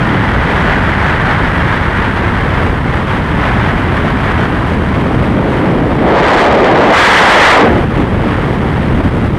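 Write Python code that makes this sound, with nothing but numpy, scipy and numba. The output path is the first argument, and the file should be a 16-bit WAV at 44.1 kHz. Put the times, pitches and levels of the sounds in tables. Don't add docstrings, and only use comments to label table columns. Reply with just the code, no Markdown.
import sys
import numpy as np
from scipy import signal
from scipy.fft import rfft, irfft, next_fast_len
from scipy.io import wavfile
from scipy.ndimage import uniform_filter1d
from numba import njit

SR = 44100
rng = np.random.default_rng(int(sys.argv[2]) if len(sys.argv) > 2 else 0)


def store_wav(level_fs):
    pcm = np.round(np.clip(np.atleast_2d(level_fs), -1, 1) * 32767)
    wavfile.write(sys.argv[1], SR, pcm.T.astype(np.int16))


N = 413658

# (time [s], eddy rate [Hz], overall level [dB])
BODY_TURN = [(0, 130, 0.7), (1.6, 110, 0.46), (3.4, 121, .5), (4.8, 127, 0.8), (5.5, 192, -.4),
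             (5.98, 193, -1), (6.22, 560, -2), (6.39, 760, -2), (6.5, 500, -1.5), (6.9, 510, -1),
             (7.0, 1250, -0.3), (7.18, 1250, 0.3), (7.28, 1010, 0), (7.46, 1450, 1.1), (7.59, 624, 0),
             (7.72, 217, 0.9), (7.87, 145, 0), (9.38, 127.5, 0.1)]
# (time [s], airflow strength [dB])
WAKE_DRIFT = [(0, -18), (1.25, -16.5), (2.0, -17.5), (2.95, -20), (3.55, -19.5), (4.4, -19), (5.1, -24),
              (5.9, -23.5), (7.4, -19.5), (7.85, -24.5), (8.4, -25), (8.85, -23.5), (9.38, -30)]
# (middle [s], length [s], buffet [dB], airflow strength [dB])
GUSTS_AND_LULLS = [(.7, 0.14, 1, 2.5), (1.3, 0.087, 0, 3), (1.538, 0.15, -2, -4.5), (2.13, 0.078, -2, -6),
                   (2.817, .1, -1, -3.5), (2.923, 0.036, -5, -4), (3.06, 0.042, -4, -3),
                   (3.46, 0.15, 0.5, 4.5), (3.64, 0.25, 1, 5.5), (4.407, 0.11, 1.5, 1.5),
                   (4.496, 0.082, -1.5, -3.5), (4.77, 0.13, 0.5, -1.5), (6.708, .06, 1.5, -3),
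                   (7.98, 0.17, 3.5, 4), (8.1, 0.086, -1.5, -2), (8.34, 0.3, 0, 5), (8.963, 0.19, 5, 3.5),
                   (9.025, 0.029, -12, -7), (9.06, 0.061, 5, 2.5), (9.1, .022, -9, -5),
                   (9.162, .08, 4, 1.5), (9.245, 0.066, 5, 7.5)]
# (frequency [Hz], level [dB])
RUSH_SPECTRUM = [(200, -5), (450, -1.5), (700, -0.5), (950, 3), (1250, 2), (1900, -3.5), (2600, -7),
                 (3200, -10.5), (4100, -20), (5100, -23.5), (6300, -29), (12000, -51)]
# (frequency [Hz], level [dB])
HISS_SPECTRUM = [(3500, 5.5), (6000, -1.5), (7500, -3.5), (8600, 1), (9600, -1.5), (10500, 1.5),
                 (11700, -4), (13000, -3), (15000, -2.5)]
# (frequency [Hz], gain [dB])
MIC_RESPONSE = [(20, 3), (150, 1.55), (400, 0), (750, -0.42), (1400, -3.5), (2000, -0.7), (2600, -6),
                (3200, -4), (4200, -7.5), (6000, -11), (8400, -11.5), (10000, -15), (13000, -19.5),
                (15500, -27)]


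def gain(db):
    return 10 ** (np.asarray(db) / 20)


def normalise(x):
    return x / np.sqrt(np.mean(x ** 2))


def curves(table):
    times, *columns = np.transpose(table)
    return [np.interp(np.arange(N) / SR, times, column) for column in columns]


def shape_tone(x, spectrum):
    hz, db = np.transpose(spectrum)
    size = next_fast_len(N + 4096)
    bin_hz = np.maximum(np.fft.rfftfreq(size, 1 / SR), 1)
    bin_db = np.interp(np.log(bin_hz), np.log(hz), db)
    return irfft(rfft(x, size) * gain(bin_db), size)[:N]


def noise(spectrum):
    return normalise(shape_tone(rng.standard_normal(N), spectrum))


def wander(per_second):
    hold = SR // per_second
    steps = np.repeat(rng.standard_normal(N // hold + 1), hold)
    return normalise(uniform_filter1d(uniform_filter1d(steps, hold), hold)[:N])


def cut_bass(x, hz, order=2):
    return signal.sosfilt(signal.butter(order, hz, "high", fs=SR, output="sos"), x)


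@njit
def moving_filter(x, hz, damping):
    low, band = np.empty(len(x)), np.empty(len(x))
    band_state, low_state = 0., 0.
    for i in range(len(x)):
        tuning = np.tan(np.pi * min(hz[i], .45 * SR) / SR)
        swing = (band_state + tuning * (x[i] - low_state)) / (1 + tuning * (tuning + damping))
        low[i], band[i] = low_state + tuning * swing, damping * swing
        band_state, low_state = 2 * swing - band_state, 2 * low[i] - low_state
    return low, band


def eddy_buffet(eddy_hz, damping=1.53, opening_hz=3400):
    push = wander(30)
    rate_hz = eddy_hz * np.exp(0.086 * push)
    swirl = rng.standard_normal(N) / np.sqrt(rate_hz)
    _, band = moving_filter(swirl, rate_hz, damping)
    finest_hz = 3.46 * rate_hz * np.exp(0.38 * wander(400))
    cutoff_hz = 1 / np.hypot(1 / finest_hz, 1 / opening_hz)
    pressure, _ = moving_filter(band, cutoff_hz, np.sqrt(2))
    return normalise(pressure) * gain(0.49 * push)


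def body_thuds(hz=62.0):
    _, band = moving_filter(rng.standard_normal(N), np.full(N, hz), damping=1.0)
    thuds, _ = moving_filter(band, np.full(N, 2 * hz), np.sqrt(2))
    return normalise(thuds)


def edge_noise(hz=1530.0, width_hz=870):
    band = rng.standard_normal(N)
    for _ in range(2):
        _, band = moving_filter(band, np.full(N, hz), width_hz / hz)
    return normalise(band)


def rushing_air(airflow_db, wake_db, gust_db, eddies):
    flutter = gain(0.82 * wander(16) + 0.55 * wander(60) + 0.78 * wander(300) - 0.2 * eddies)
    edge_boost_db = 0.64 + 1.8 * (wake_db + 18.5)
    edge = edge_noise() * gain(airflow_db + edge_boost_db)
    rush = cut_bass(noise(RUSH_SPECTRUM), 182) * gain(0.73 * airflow_db)
    hiss = noise(HISS_SPECTRUM) * gain(0.37 * airflow_db + 0.31 * gust_db - 21.5)
    return (rush + edge + hiss) * flutter


def gusts():
    t = np.arange(N) / SR
    buffet_db, airflow_db = np.zeros(N), np.zeros(N)
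    for middle, length, buffet_peak_db, airflow_peak_db in GUSTS_AND_LULLS:
        swell = np.cos(np.pi * np.clip((t - middle) / length, -.5, .5))
        buffet_db += buffet_peak_db * swell
        airflow_db += airflow_peak_db * swell
    return buffet_db, airflow_db


def scene():
    sheltered_hz, sheltered_db, full_stream_db = 126.3, -13, 5.5
    eddy_hz, _ = curves(BODY_TURN)
    wake_db, = curves(WAKE_DRIFT)
    gust_db, gust_airflow_db = gusts()
    octaves = np.log2(eddy_hz / sheltered_hz)
    eddies = eddy_buffet(eddy_hz * 2 ** (0.02 * gust_db))
    buffet = eddies * gain(np.minimum(sheltered_db + 7.5 * octaves, full_stream_db))
    thuds = body_thuds() * gain(-17.5 - 0.5 * octaves)
    rumble = (buffet + thuds) * gain(gust_db)
    airflow_db = wake_db + 4.6 * octaves + gust_airflow_db
    return (rumble + rushing_air(airflow_db, wake_db, gust_db, eddies))[None]


def record(dry):
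    limit, lopsidedness, top_hz = 0.74, 0.31, 15250
    _, level_db = curves(BODY_TURN)
    squashed = limit * (np.tanh(dry[0] / limit + lopsidedness) - np.tanh(lopsidedness))
    rounded = shape_tone(squashed, MIC_RESPONSE)
    drooping = cut_bass(rounded, 47, order=1)
    clipped = np.clip(drooping * gain(level_db), -1, 1)
    treble_cut = signal.ellip(10, .1, 80, top_hz, fs=SR, output="sos")
    return signal.sosfilt(treble_cut, clipped)[None]


dry = scene()
out = record(dry)
store_wav(out)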